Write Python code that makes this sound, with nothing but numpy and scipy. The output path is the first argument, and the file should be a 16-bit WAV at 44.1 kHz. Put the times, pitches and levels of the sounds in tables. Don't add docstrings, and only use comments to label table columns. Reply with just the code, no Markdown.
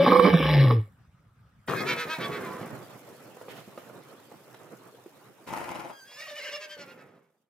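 import sys
import numpy as np
from scipy import signal
from scipy.fft import rfft, irfft, next_fast_len
from scipy.io import wavfile
from scipy.ndimage import uniform_filter1d, map_coordinates

SR = 44100
rng = np.random.default_rng(int(sys.argv[2]) if len(sys.argv) > 2 else 0)


def amp(db):
    return 10 ** (np.asarray(db, float) / 20)


def write(x):
    x = np.atleast_2d(x).T
    wavfile.write(sys.argv[1], SR, np.round(np.clip(x, -1, 1) * 32767).astype(np.int16))


N = 330428
TIME = np.arange(N) / SR
CUT = 1.677

# frequency in Hz, likeness 0-1.
ALIKE = [(60, 0.75), (300, 0.84), (700, 0.65), (1400, 0.66), (3000, 0), (7000, 0.061)]


def lion():
    # time in seconds, pitch in Hz, level in dB.
    groan = [(0.0, 168.9, -27), (0.092, 181.9, -28), (0.22, 183.2, -36.5), (0.29, 186.6, -33.5),
             (0.406, 155.8, -28), (0.502, 153.4, -23), (0.6, 139.7, -15), (0.798, 109.6, -23),
             (0.9, 99.45, -61)]
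    # multiple of the pitch, level in dB.
    overtones = [(2, -28), (3, -31.5), (4, -22)]
    # time in seconds, level in dB.
    heaves = [
        (0.255, -18.5),
        (0.348, -14),
    ]
    # time in seconds, level in dB.
    half_tone = [(0.3, -37.5), (0.366, -52.5), (0.452, -37), (0.596, -40.5), (0.684, -60.5), (0.716, -59),
                 (0.85, -78)]
    # time in seconds, pitch in Hz, level in dB.
    hoot_tone = [(0.0, 552.3, -11.5), (0.08, 572.6, -31), (0.098, 499.8, -20), (0.25, 499.4, -19),
                 (0.258, 462, -21), (0.294, 457, -25), (0.39, 525.2, -34), (0.4, 500.7, -31)]
    # time in seconds, pitch in Hz, level in dB.
    sigh = [(.67, 540, -46.5), (.7, 500, -31.5), (.735, 430, -25.5), (.76, 410, -53.5)]
    # time in seconds, level in dB.
    rasp_effort = [(0.0, -25), (0.092, -21.5), (0.21, -26.5), (0.282, -19.5), (0.32, -33), (0.36, -30),
                   (0.52, -29.5), (0.72, -31), (0.9, -74)]
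    # time in seconds, level in dB.
    surges = [(0.079, -13), (0.127, -18), (0.158, -24.5), (0.196, -24.5), (0.252, -34), (0.341, -23),
              (0.456, -27.5), (0.494, -32), (0.543, -36), (0.643, -43), (0.712, -35.5)]
    # time in seconds, level in dB.
    closures = [(0.0603, -12), (0.0758, -12), (0.0926, -23.5), (0.118, -8), (0.1541, -14.5), (0.193, -5.5),
                (0.2503, -10), (0.27, -16), (0.3346, -17.5), (0.4247, -21), (0.4518, -22.5), (0.7043, -17)]
    # time in seconds, mouth over throat in dB.
    lips = [(.28, -7.5), (.33, -1.5), (.62, -2.6), (.7, -9.5)]
    # time in seconds, level in dB.
    gape = [(0, -0.5), (.06, -6.5), (.12, 4), (.3, -2), (.4, -1.5), (.75, -2.5)]
    # frequency in Hz, width in Hz, level in dB.
    throat = [(203, 150, -6), (340, 260, -6.5), (524, 38, -1.5), (852, 46, -10)]
    # frequency in Hz, width in Hz, level in dB.
    open_jaw = [(1033, 99, -1), (1169, 110, 3)]
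    # frequency in Hz, width in Hz, level in dB.
    gaping_mouth = [(1630, 230, 0.5), (2150, 73, 0), (2290, 61, 4.5), (3027, 65, -2.5), (3466, 570, -10),
                    (5130, 250, -20.5)]
    # frequency in Hz, width in Hz, level in dB.
    closing_mouth = [(1580, 200, -1), (1846, 160, 2), (2220, 160, 1.5), (3000, 260, -5), (3400, 98, -1),
                     (3910, 400, -6.5), (5150, 730, -14)]

    def throat_ring(f):
        return modes(throat)(f) / (1 + (f / 1000) ** 8) / (1 + (170 / (f + 1)) ** 4)

    def jaw_ring(f):
        return modes(open_jaw)(f) / (1 + (f / 1330) ** 12) / (1 + (930 / (f + 1)) ** 8)

    def mouth_ring(mouth):
        notch = lambda f: 1 + (60 / (f - 4550.5)) ** 2
        band = lambda f: (1 + (f / 5700) ** 30) * (1 + (1550 / (f + 1)) ** 10)
        return lambda f: modes(mouth)(f) / band(f) / notch(f)

    hz, groan_db = curves(groan)
    throat_db, = curves(rasp_effort)
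    mouth_db = throat_db + curves(lips)[0]
    effort = amp(groan_db) + sum(amp(db) * np.exp(-((TIME - s) / 0.016) ** 2) for s, db in heaves)
    held = effort * during(groan)
    chest = tone(hz, 0.46 * wobble(31), jitter=0.18) * held
    for multiple, db in overtones:
        chest = chest + tone(multiple * hz, db + 4 * wobble(30), jitter=0.46) * held
    half = tone(hz / 2.24, curves(half_tone)[0], jitter=0.37) * during(half_tone)
    hoot = tone(*curves(hoot_tone), jitter=0.58) * during(hoot_tone)
    hoot = hoot + tone(*curves(sigh), jitter=0.59) * during(sigh)

    surge = swells(surges, width=0.008, valley_db=-3.0) * during(rasp_effort)
    folds = patched(pulses(hz, scatter=.4, size_db=3.0, breath=2.0), patchy_db=3.0)
    rings = unit(filtered(folds, throat_ring))
    rings = rings + amp(curves(gape)[0] - 5.5) * unit(filtered(folds, jaw_ring))
    rasp = amp(throat_db + 2.5) * surge * rings
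    slaps = np.zeros(N)
    slap_s, slap_db = np.transpose(closures)
    slaps[np.round(slap_s * SR + 90).astype(int)] = amp(slap_db + 37.5)
    slap_ring = lambda f: (amp(5) * modes(open_jaw)(f) + modes(throat)(f)) / (1 + 1j * f / 1700) ** 4
    rasp = rasp + filtered(slaps, slap_ring)

    air = patched(pulses(hz, scatter=.3, size_db=2, breath=8), patchy_db=2)
    shut = np.interp(TIME, [.3, .5], [0, 1])
    opened = np.sqrt(1 - shut) * unit(filtered(air, mouth_ring(gaping_mouth)))
    closed = np.sqrt(shut) * unit(filtered(air, mouth_ring(closing_mouth)))
    hiss = amp(mouth_db + 0.5) * surge ** 0.51 * (opened + closed)

    lean_db = np.interp(TIME, [.05, .17, .36, .44], [1.5, -7.0, -5.0, 0.0])
    body = placed(chest + half, .35 * lean_db, -23.5)
    voice = placed(hoot * surge ** 0.37 + rasp, lean_db, -15.5)
    return body + voice + placed(hiss, -.2, -13.5)


def first_whinny():
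    # time in seconds, high voice in Hz, low voice in Hz.
    pitch = [(1.68, 1242, 468.6), (1.82, 1255, 432.1), (1.9, 1358, 491.5), (1.97, 1325, 487.6),
             (2.06, 1285, 482), (2.085, 1248, 322.6), (2.185, 1289, 317.1), (2.205, 1148, 427.7),
             (2.26, 1141, 439.2), (2.353, 1131, 422.7), (2.47, 1048, 389), (2.8, 923, 363.4)]
    # time in seconds, voice in dB, breath in dB, depth of the low voice 0-1.
    effort = [(1.677, -39.5, -42.5, 0.8), (1.9, -30.5, -24, .9), (2.02, -32, -25, 0.85),
              (2.25, -35.5, -36, 0.6), (2.38, -39.5, -39.5, .75), (2.5, -39.5, -50, .75),
              (2.7, -60.5, -59, .9), (2.95, -69, -53, .6)]
    # time in seconds, level in dB.
    throbs = [(1.699, -38), (1.792, -35), (1.905, -31), (2.007, -33.5), (2.126, -33.5), (2.236, -35.5),
              (2.353, -38), (2.451, -45), (2.555, -45.5), (2.62, -47.5), (2.683, -37.5), (2.74, -50)]
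    # frequency in Hz, level in dB.
    throat = [(240, -44.5), (400, -1), (798, -22.5), (957, -7), (2090, -7), (2260, -10.5), (2580, -7),
              (2900, -13.5), (3910, -9.5), (4630, -16.5), (6400, -25.5), (9000, -36.5), (11700, -56.5),
              (19800, -120)]
    # frequency in Hz, width in Hz, level in dB.
    nasal = [(1600, 220, 7.8), (2250, 90, 0.79)]
    # time in seconds, frequency in Hz, lift in dB.
    mouth = [(1.7, 1860, 11), (1.78, 1630, 9), (1.8, 2367, 2), (1.85, 2450, 5.5), (1.898, 2273, 14.5),
             (2.02, 2084, 4), (2.13, 2537, 7), (2.2, 1570, 6), (2.245, 3560, 12.5), (2.35, 2245, 8.5),
             (2.46, 1045, 5.5)]
    # time in seconds, factor.
    ragged = [(1.68, 1.2), (1.87, .6), (2.4, .5), (2.55, 1.6)]
    valley_db = np.interp(TIME, [1.72, 1.86, 2.4, 2.55], [-3, -12, -11, -5])
    call = whinny(pitch, effort, throbs, throat, nasal, mouth, ragged, .034, valley_db, arch=.045)
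    return placed(call, -1.4, -13.5)


def second_whinny():
    # time in seconds, high voice in Hz, low voice in Hz.
    pitch = [(5.9, 1600, 521.2), (5.99, 1652, 522.5), (6.005, 1565, 505.8), (6.04, 1545, 502),
             (6.068, 1640, 498.2), (6.11, 1672, 488), (6.16, 1711, 495.5), (6.225, 1900, 627),
             (6.28, 1858, 599.7), (6.34, 1788, 591), (6.388, 1835, 596.7), (6.402, 1590, 563.7),
             (6.47, 1592, 583), (6.515, 1560, 546.5), (6.55, 1768, 605), (6.64, 1617, 620),
             (6.74, 1572, 599.8), (6.83, 1410, 563.7), (6.92, 1411, 523.5), (7.02, 1290, 480.5),
             (7.25, 1200, 448)]
    # time in seconds, voice in dB, breath in dB, depth of the low voice 0-1.
    effort = [(5.88, -83, -86.5, .02), (5.93, -57, -75.5, 0.017), (6.035, -51.5, -69.5, .02),
              (6.065, -58, -56, 0.046), (6.11, -52.5, -39.5, 0.46), (6.16, -49.5, -36.5, 0.5),
              (6.32, -46.5, -44.5, 0.84), (6.461, -42, -24.5, 0.7), (6.75, -42.5, -44, 0.32),
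              (7.04, -59, -52, 0.51), (7.2, -85, -69, .7), (7.34, -90, -79.5, 1)]
    # time in seconds, level in dB.
    throbs = [(6.213, -35), (6.301, -41), (6.382, -41.5), (6.435, -41.5), (6.475, -39.5), (6.549, -38.5),
              (6.633, -43), (6.724, -46), (6.813, -47), (6.904, -49), (7.01, -52.5), (7.081, -62),
              (7.17, -57.5), (7.26, -47.5)]
    # frequency in Hz, level in dB.
    throat = [(260, -59), (450, -10.5), (583, 1.5), (709, -12), (1320, -11), (1850, -5), (2530, -7),
              (2900, -11), (3400, -9), (4200, -10), (5300, -8), (6500, -15), (10000, -25), (13000, -63.5),
              (22000, -120)]
    # frequency in Hz, width in Hz, level in dB.
    nasal = [(2230, 110, 5.3), (2730, 52, 7.8)]
    # time in seconds, frequency in Hz, lift in dB.
    mouth = [(5.92, 1610, -4), (5.95, 1630, 7.5), (5.97, 3290, 7), (6.0, 3200, -7.5), (6.03, 3100, -26),
             (6.055, 3200, -5.5), (6.11, 3470, 22.5), (6.125, 4990, 3.5), (6.16, 5150, 13),
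             (6.18, 3600, 0.5), (6.22, 1880, 13.5), (6.38, 2410, 5), (6.39, 3400, -10.5), (6.41, 2150, 5),
             (6.46, 2076, 12.5), (6.55, 2410, 1.5), (6.65, 2710, 13), (6.73, 3270, 11.5),
             (6.83, 1960, 11.5), (6.92, 2810, 10.5), (7.02, 1270, 8.5), (7.17, 2290, 11)]
    # time in seconds, factor.
    ragged = [(5.9, .35), (6.12, .5), (6.19, .9), (6.25, 2), (6.5, 2.2), (6.57, 1), (6.63, .6)]
    # time in seconds, frequency in Hz, level in dB.
    whistle = [(6.08, 2805, -67.5), (6.16, 2753, -60), (6.245, 2830, -50), (6.31, 2790, -66.5),
               (6.38, 2975, -49), (6.42, 2690, -57), (6.47, 2940, -43.5), (6.51, 2830, -53.5),
               (6.56, 2834, -41.5), (6.6, 2810, -73)]
    valley_db = np.interp(TIME, [6.17, 6.5, 6.58, 7, 7.06], [-.1, -5, -13, -13, -5])
    call = whinny(pitch, effort, throbs, throat, nasal, mouth, ragged, .027, valley_db, arch=.04)
    sung = tone(*curves(whistle), jitter=2.0) * amp(2.3 * wobble(40)) * during(whistle)
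    return placed(call + sung, -1.3, -11.5)


def whinny(pitch, effort, throbs, throat, nasal, mouth, ragged, width, valley_db, arch):
    a, b = round(effort[0][0] * SR), round(effort[-1][0] * SR)
    span = TIME[a:b]
    waver = lambda rate: wobble(rate, size=b - a)
    push = swells(throbs, width, valley_db)
    voice_db, breath_db, depth = curves(effort)
    depth = depth[a:b]
    tired = np.clip((voice_db.max() - voice_db - 4.5) / 12, 0, 1) * (TIME > throbs[2][0])
    breath_db = np.minimum(breath_db, np.maximum(voice_db + .5, voice_db.max() - 8))

    lift = 1 + arch * (np.minimum(push, 1) - 1)
    high_hz, low_hz = [(hz * lift)[a:b] * (1 + 0.00699 * waver(22)) for hz in curves(pitch)]
    rough, = curves(ragged, span)
    torn = np.maximum(rough - 1, 0)
    high_turn = 2 * np.pi * np.cumsum(high_hz) / SR
    high_turn = high_turn + rough * (.48 * waver(70) + .5 * waver(30)) + .35 * torn * waver(220)
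    low_turn = 2 * np.pi * np.cumsum(low_hz) / SR + 0.55 * rough * waver(70)
    mouth_hz, mouth_db = curves(mouth, span)

    lines, power = np.zeros(N), np.ones(N)
    for m in range(6):
        for n in range(1, 6) if m == 0 else range(-2, 3):
            hz = m * high_hz + n * low_hz
            line_db = 4.4 * np.minimum(rough, 1.3) * waver(38) - 1.2 * m * (1 - depth + torn)
            line_db = line_db + mouth_db * np.exp(-((hz / mouth_hz - 1) / 0.04) ** 2)
            share = 1.15
            if n:
                share = np.clip(depth, 0, 1) * (0.96 ** abs(n) if m else .85)
            swing = push[a:b] ** np.clip(hz / 1500, .5, 1.8)
            size = share * amp(along(throat, hz) + line_db - 9 * tired[a:b] * hz / 1000 + 41.0)
            power[a:b] += size ** 2 / 2
            turn = m * high_turn + n * low_turn + 2 * np.pi * rng.random()
            lines[a:b] += size * swing * np.sin(turn)
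    voice = amp(voice_db) * lines / np.sqrt(power)
    breath = amp(breath_db) * whinny_breath(throat, nasal, push, ragged, tired)
    return during(effort) * (voice + breath)


def whinny_breath(throat, nasal, push, ragged, tired):
    def passage(f):
        rings = sum(np.abs(modes([ring])(f)) ** 2 for ring in nasal)
        return amp(along(throat, f)) * (1 + rings) ** .5

    breath = unit(filtered(rng.standard_normal(N), passage)) * amp(1.5 * wobble(70))
    treble = filtered(breath, lambda f: 1 / (1 + (2400 / (f + 1)) ** 4))
    breath = breath - .75 * tired * treble
    return breath * push ** 1.3 * amp(-12 + 5 * np.minimum(curves(ragged)[0], 1.4))


def grunts():
    # start in seconds, length in seconds, level in dB.
    held = [
        (1.68, .075, -33),
        (1.8, 0.16, -38),
        (2.05, 0.019, -41),
        (2.18, .45, -38),
        (6.765, 0.41, -55),
    ]
    # start in seconds, length in seconds, level in dB.
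    tail = [
        (2.581, 0.43, -46.5),
        (7.2, 0.33, -71.5),
    ]
    # time in seconds, level in dB, mouth ring over chest in dB.
    knocks = [(1.684, -17, -13), (1.699, -23, 4), (1.718, -26, 3), (1.736, -23.5, 5.5), (1.754, -27, -12.5),
              (1.805, -25.5, -11.5), (1.82, -20, -8.5), (1.836, -21.5, -12.5), (1.875, -34, -12)]
    # frequency in Hz, width in Hz, level in dB.
    chest = [(173, 120, -1), (482, 96, 3), (1240, 1400, -6.5)]
    # frequency in Hz, width in Hz, level in dB.
    open_mouth = [(1100, 350, -0.5)]
    fall_db_s = 226.5
    gain = bursts(held, 0.005, 12, fall_db_s) + bursts(tail, 0.035, 60, fall_db_s)
    low = lambda f: modes(chest)(f) / (1 + 1j * f / 500) / (1 + (np.sqrt(6000) / (f + 1)) ** 6)
    slack = np.interp(TIME, [1.9, 2.2], [1.5, 1.1])
    air = unit(pulses(64, scatter=.4, size_db=-8.0, breath=2.4)) + slack * rng.standard_normal(N)
    rumble = gain * amp(2.0) * unit(filtered(air / np.sqrt(1 + slack ** 2), low))

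    chest_blows, mouth_blows = np.zeros((2, N))
    for s, db, ring_db in knocks:
        chest_blows[round(s * SR)] = amp(db + 28.0)
        mouth_blows[round(s * SR)] = amp(db + ring_db + 24.5)
    mouth_knock = lambda f: amp(8.5) * modes(open_mouth)(f) ** 2 / (1 + 1j * f / 2500)
    chest_knock = lambda f: modes(chest)(f) * 1j * f / (90 + 1j * f) / (1 + 1j * f / 1900) ** 3
    knocking = filtered(mouth_blows, mouth_knock) + filtered(chest_blows, chest_knock)
    lean_db = np.interp(TIME, [1.9, 2.15], [5.5, -2.5])
    return placed(rumble + knocking, lean_db, -10.5)


def snort():
    # time in seconds, level in dB.
    blow = [(5.462, -49), (5.472, -44), (5.485, -41), (5.58, -39.5), (5.59, -38), (5.746, -40.5),
            (5.862, -41), (6.0, -69.5)]
    # time in seconds, level in dB.
    flaps = [(5.481, -37.5), (5.51, -34), (5.535, -26.5), (5.572, -26), (5.608, -34.5), (5.647, -36.5),
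             (5.692, -36.5), (5.714, -34), (5.757, -33.5), (5.798, -37), (5.852, -40), (5.902, -30)]
    # frequency in Hz, level in dB.
    nose = [(29, -48), (50, -21), (203, 1.5), (418, -5), (639, -1.5), (726, -2), (807, 0.5), (977, -2),
            (1810, -14.5), (2330, -13), (3210, -24), (8000, -26.5), (10400, -17.5), (17600, -120)]
    air = filtered(pulses(140, scatter=.6, size_db=1.5, breath=20), lambda f: amp(along(nose, f)))
    gain = amp(curves(blow)[0] + 2.5) * swells(flaps, width=0.0084, valley_db=-9.5) * during(blow)
    return placed(gain * unit(air), 1.6, -2.5)


def hooves():
    # time in seconds, level in dB, pitch in Hz.
    steps = [(3.369, -36.5, 517), (3.412, -31, 473), (3.482, -31.5, 494), (3.499, -37, 324),
             (3.551, -40, 340), (3.677, -27.5, 222), (3.775, -25.5, 570), (3.896, -32.5, 490),
             (3.96, -31, 324), (4.003, -35.5, 451), (4.198, -42.5, 554), (4.316, -32, 452),
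             (4.34, -33, 340), (4.543, -38.5, 1100), (5.06, -31.5, 366)]
    # time in seconds, turf level in dB.
    settling = [
        (2.7, -54.5),
        (3.9, -56),
        (5.5, -60.5),
    ]
    # start in seconds, length in seconds, level in dB.
    stirs = [
        (2.7, 0.01, -39.5),
        (3.485, 0.008, -51.5),
        (3.86, 0.054, -58.5),
        (4.6, 0.078, -56.5),
        (5.47, .02, -68),
    ]
    # start in seconds, length in seconds, level in dB.
    rubs = [
        (3.482, .035, -50),
        (3.555, 0.033, -53.5),
        (3.775, .03, -62),
        (5.465, .03, -49),
    ]
    # frequency in Hz, level in dB.
    turf_colour = [(35, -80.5), (60, -69.5), (93, -12), (123, 3), (171, -4), (480, -2), (823, -10),
                   (1280, -10), (3000, -28), (3900, -60), (6600, -120)]
    # frequency in Hz, level in dB.
    cloth_colour = [(1000, -14.5), (1800, -5), (3000, -5.5), (5000, -16.5), (7500, -24.5)]
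    thuds, t = np.zeros(N + SR), np.arange(SR // 10) / SR
    for s, db, hz in steps:
        push = np.sin(2 * np.pi * hz * t) * amp(-60 * t / 0.025)
        soft = signal.butter(2, [150, np.clip(1.94 * hz, 400, 4000)], "band", fs=SR)
        puff = signal.lfilter(*soft, rng.standard_normal(len(t))) * amp(-60 * t / 0.047)
        thuds[round(s * SR):][:len(t)] += amp(db - 6.0) * (push + 3.27 * puff) * np.minimum(t / 0.0017, 1)
    bed = amp(curves(settling)[0])
    turf = bed + bursts(stirs, 0.0056, 0, 111)
    cloth = bed * amp(-11) + bursts(rubs, 0.015, 0, 300)
    shuffle = turf * amp(3.6 * wobble(30)) * rush(turf_colour, ALIKE, patchy_db=0.5)
    rustle = cloth * amp(0.49 * wobble(33)) * rush(cloth_colour, ALIKE, patchy_db=1.5)
    return placed(thuds[:N], -4.0, -10.0) + (shuffle + rustle) * during(settling) * amp([[-2], [2]])


def background(animals):
    # frequency in Hz, level in dB.
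    park_colour = [(15, -50), (25, -30.5), (103, -11.5), (191, -17.5), (326, -35), (1090, -36), (1240, -30),
                   (1810, -39), (3180, -46.5), (4150, -49.5), (6540, -53.5), (15000, -73)]
    # frequency in Hz, level in dB.
    field_colour = [(60, -42.5), (110, -6), (500, 0.5), (1000, -6), (2000, -14.5), (4500, -18), (7000, -39)]
    # time in seconds, level in dB.
    field_db = [(1.677, -120), (1.678, -49), (6.902, -63.5), (7.199, -83), (7.42, -77.5), (7.49, -100)]
    park = rush(park_colour, [(100, 1.0), (3000, 0.39)], patchy_db=2.5, size=2 * SR)
    park = amp(-59.5 + 1.3 * wobble(26)) * (TIME < CUT) * park
    air = amp(curves(field_db)[0])
    field = air * rush(field_colour, ALIKE, patchy_db=4.5)
    return park + field + fizz(animals, air)


def fizz(animals, air):
    # frequency in Hz, level in dB.
    park_fizz = [(6000, -31.5), (7500, 2.5), (9800, -2.5), (11000, -3.5), (15400, -4)]
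    # frequency in Hz, level in dB.
    field_fizz = [(2940, -64), (5000, 8), (7870, 8.5), (9620, 8.5), (12300, 8.5), (14500, 10), (15450, 4.5)]
    # time in seconds, fizz in dB.
    lean = [(5.4, -1), (5.47, 5.5), (5.65, 4), (5.9, 1), (6.1, 3), (6.35, -0.5), (6.5, -4.5), (7.1, -6)]
    over_park = rush(park_fizz, [(9000, .6), (11000, -.1)], patchy_db=-2.0, size=2 * SR)
    over_field = rush(field_fizz, [(6000, 0.13), (14000, 0.19)], patchy_db=1)
    hiss = np.where(TIME < CUT, over_park, over_field)
    middle = lambda f: 1 / (1 + (1610 / (f + 1)) ** 4) / (1 + (f / 1810) ** 2)
    bright = filtered(animals.mean(axis=0), middle)
    loud = np.abs(uniform_filter1d(bright ** 2, size=round(0.022 * SR))) ** (0.76 / 2)
    slow = amp(-22.5) * uniform_filter1d(loud, size=4000) ** 0.62 / (loud + 1e-9) ** 0.73
    quick = amp(-18.5 + curves(lean)[0]) * (TIME > CUT)
    follows = loud * np.where(TIME < CUT, slow, quick)
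    level = follows + air * amp(-9) + amp(-83.5) * (TIME < CUT)
    return level * amp(0.88 * wobble(45) + 2.4 * wobble(300)) * hiss * amp([[-.7], [.7]])


def unit(x):
    return x / np.sqrt(np.mean(x ** 2) + 1e-20)


def along(points, hz):
    f, v = np.transpose(points)
    return np.interp(np.log(np.abs(hz) + 1), np.log(f + 1), v)


def curves(rows, t=TIME):
    s, *cols = np.transpose(rows)
    return [np.interp(t, s, c) for c in cols]


def during(rows):
    inside = (TIME > rows[0][0]) & (TIME < rows[-1][0])
    return uniform_filter1d(1. * inside, size=350, mode="nearest")


def wobble(rate, size=N):
    coarse = np.arange(0, size + 16, 16)
    knots = rng.standard_normal(int(size * rate / SR) + 5)
    return np.interp(np.arange(size), coarse, map_coordinates(knots, [coarse * rate / SR]))


def swells(events, width, valley_db):
    s, db = np.transpose(events)
    t = np.arange(0, N / SR, 1 / 1000)
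    trend = np.interp(t, s, uniform_filter1d(db, size=3, mode="nearest"))
    bells = sum(amp(2 * d) * np.exp(-np.abs((t - c) / width) ** 2.8) for c, d in events)
    return np.sqrt(np.interp(TIME, t, bells / amp(2 * trend)) + amp(2 * valley_db))


def bursts(rows, attack_s, sag_db_s, fall_db_s):
    gain, t = np.zeros(N + SR), np.arange(SR) / SR
    for s, length, db in rows:
        level_db = db - sag_db_s * t - fall_db_s * np.maximum(t - length, 0)
        gain[round(s * SR):][:SR] += np.minimum(t / attack_s, 1) * amp(level_db)
    return gain[:N]


def filtered(x, response):
    n = x.shape[-1]
    m = next_fast_len(n + SR // 2)
    return irfft(rfft(x, m) * response(np.fft.rfftfreq(m, 1 / SR)), m)[..., :n]


def modes(table):
    ring = lambda f, c, w: 1j * f * w / (c * c - f * f + 1j * f * w)
    return lambda f: sum((-1) ** k * amp(db) * ring(f, c, w) for k, (c, w, db) in enumerate(table))


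def tone(hz, db, jitter):
    return np.sqrt(2) * amp(db) * np.sin(2 * np.pi * np.cumsum(hz) / SR + jitter * wobble(50))


def pulses(rate, scatter, size_db, breath):
    turns = np.cumsum(rate * np.exp(scatter * wobble(60))) / SR
    clicks = np.diff(np.floor(turns), prepend=0) * amp(size_db * wobble(90))
    puffs = np.exp(-3 * (turns % 1)) * rng.standard_normal(N)
    return unit(clicks) + breath * unit(puffs)


def patched(x, patchy_db):
    z = signal.stft(x, nperseg=512)[2]
    field = uniform_filter1d(rng.standard_normal(z.shape[-2:]), size=5, axis=0)
    field = uniform_filter1d(field, size=6, axis=1)
    return signal.istft(z * amp(patchy_db * unit(field)), nperseg=512)[1][..., :x.shape[-1]]


def rush(spectrum, alike, patchy_db, size=N):
    pair = patched(rng.standard_normal((2, size), dtype=np.float32), patchy_db)
    turn = lambda hz: np.arccos(np.clip(along(alike, hz), -1, 1)) / 2
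    mid, side = filtered(pair, lambda hz: amp(along(spectrum, hz)) * [np.cos(turn(hz)), np.sin(turn(hz))])
    return np.pad(unit(np.array([mid + side, mid - side])), [(0, 0), (0, N - size)])


def placed(x, pan_db, wet_db):
    # frequency in Hz, time to fall 60 dB in seconds.
    echo = [(200, 0.088), (2000, 0.34), (8000, 0.0087)]
    hz, t, z = signal.stft(rng.standard_normal((2, SR // 4)), SR, nperseg=256)
    tail = signal.istft(z * amp(-60 * t / along(echo, hz)[:, None]), SR, nperseg=256)[1]
    tail = np.float32(tail / np.linalg.norm(tail[0]))
    wet = signal.oaconvolve(np.float32(x[None]), tail, axes=1)[:, :N]
    return (x + amp(wet_db) * wet) * amp(np.array([[.5], [-.5]]) * pan_db)


def pocketed(x):
    # start in seconds, end in seconds, frequency in Hz, width in Hz, share lost 0-1.
    pockets = [
        (.12, .26, 2700, 180, .8),
        (0, .3, 1420, 90, .6),
        (1.74, 1.86, 2900, 150, .85),
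        (1.76, 1.8, 950, 200, .5),
        (1.71, 1.77, 4900, 700, .5),
        (5.95, 6.05, 3900, 400, .6),
        (6.06, 6.24, 3080, 90, .8),
        (6.4, 6.52, 3600, 330, .6),
    ]
    for start, end, hz, width, share in pockets:
        a, b = round(start * SR), round(end * SR)
        band = filtered(x[:, a:b], lambda f: np.exp(-((f - hz) / width) ** 4))
        lost = np.clip(share, 0, 1) * signal.windows.tukey(b - a, .3) * band
        x = x - np.pad(lost, [(0, 0), (a, N - b)])
    return x


def scene():
    animals = lion() + first_whinny() + second_whinny() + grunts() + snort() + hooves()
    animals = pocketed(animals)
    return animals + background(animals)


def gapped_treble(x):
    # frequency in Hz, threshold in sigma.
    dropout = [(5000, 7), (8800, 1.2), (11000, 2.1), (15000, 2.6)]
    # time in seconds, frequency in Hz.
    kept = [(0, 9500), (.155, 10000), (.165, 8200), (.265, 7600), (.275, 9700), (.8, 9700)]
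    hz, t, z = signal.stft(x, SR, nperseg=1024)
    row_hz, roaring = hz[:, None], t < kept[-1][0]
    chance = uniform_filter1d(rng.standard_normal((len(hz) // 9 + 1, len(t))), size=4, axis=1)
    chance = unit(np.repeat(chance, 9, axis=0)[:len(hz)])
    loud_db = 10 * np.log10(np.sum(np.abs(z) ** 2, axis=(0, 1)) + 1e-9) + 50
    lost = chance > along(dropout, hz)[:, None] - .04 * loud_db
    gap = (row_hz > 6150) & (row_hz < curves(kept, t)[0]) & roaring
    gap = gap & ((chance > -.45) | (row_hz < 8000))
    lost = np.where(roaring, chance > 2.3, lost) | gap
    return signal.istft(z * ~lost, SR, nperseg=1024)[1][:, :x.shape[1]]


def in_park(x, process):
    park = process((x * (TIME < CUT))[:, :2 * SR])
    return np.pad(park, [(0, 0), (0, N - 2 * SR)])[:, :N]


def top_cut(x):
    return signal.sosfilt(signal.butter(12, 15440, fs=SR, output="sos"), x)


def record(dry):
    # frequency in Hz, lead of the left in radians.
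    port_turn = [(2000, 0.058), (4000, 1.03), (6500, 1.5), (8500, 2.4), (13000, 3.9)]

    def park_ports(f):
        lead = -2.0 / (1 + ((f - 4350) / 400) ** 2) + np.pi * np.clip((f - 5800) / 1000, 0, 1)
        return np.exp(1j * np.outer([.5, -.5], lead))

    field_ports = lambda f: np.exp(1j * np.outer([.5, -.5], along(port_turn, f)))
    park = in_park(dry, lambda x: filtered(x, park_ports))
    field = filtered(dry * (TIME >= CUT), field_ports)
    ports = np.where(TIME < CUT, park, field)
    thin = filtered(ports, lambda f: 1 / (1 + (76 / (f + 1)) ** 6))
    full_bass = (TIME < 2.9) | (np.abs(TIME - 5.72) < .26)
    full = np.where(full_bass, ports, thin)
    mix = np.where(TIME < CUT, in_park(full, gapped_treble), gapped_treble(full))
    mix = mix / (1 + np.abs(mix / 0.87) ** 4) ** (1 / 4)
    return top_cut(mix)


dry = scene()
out = record(dry)
write(out)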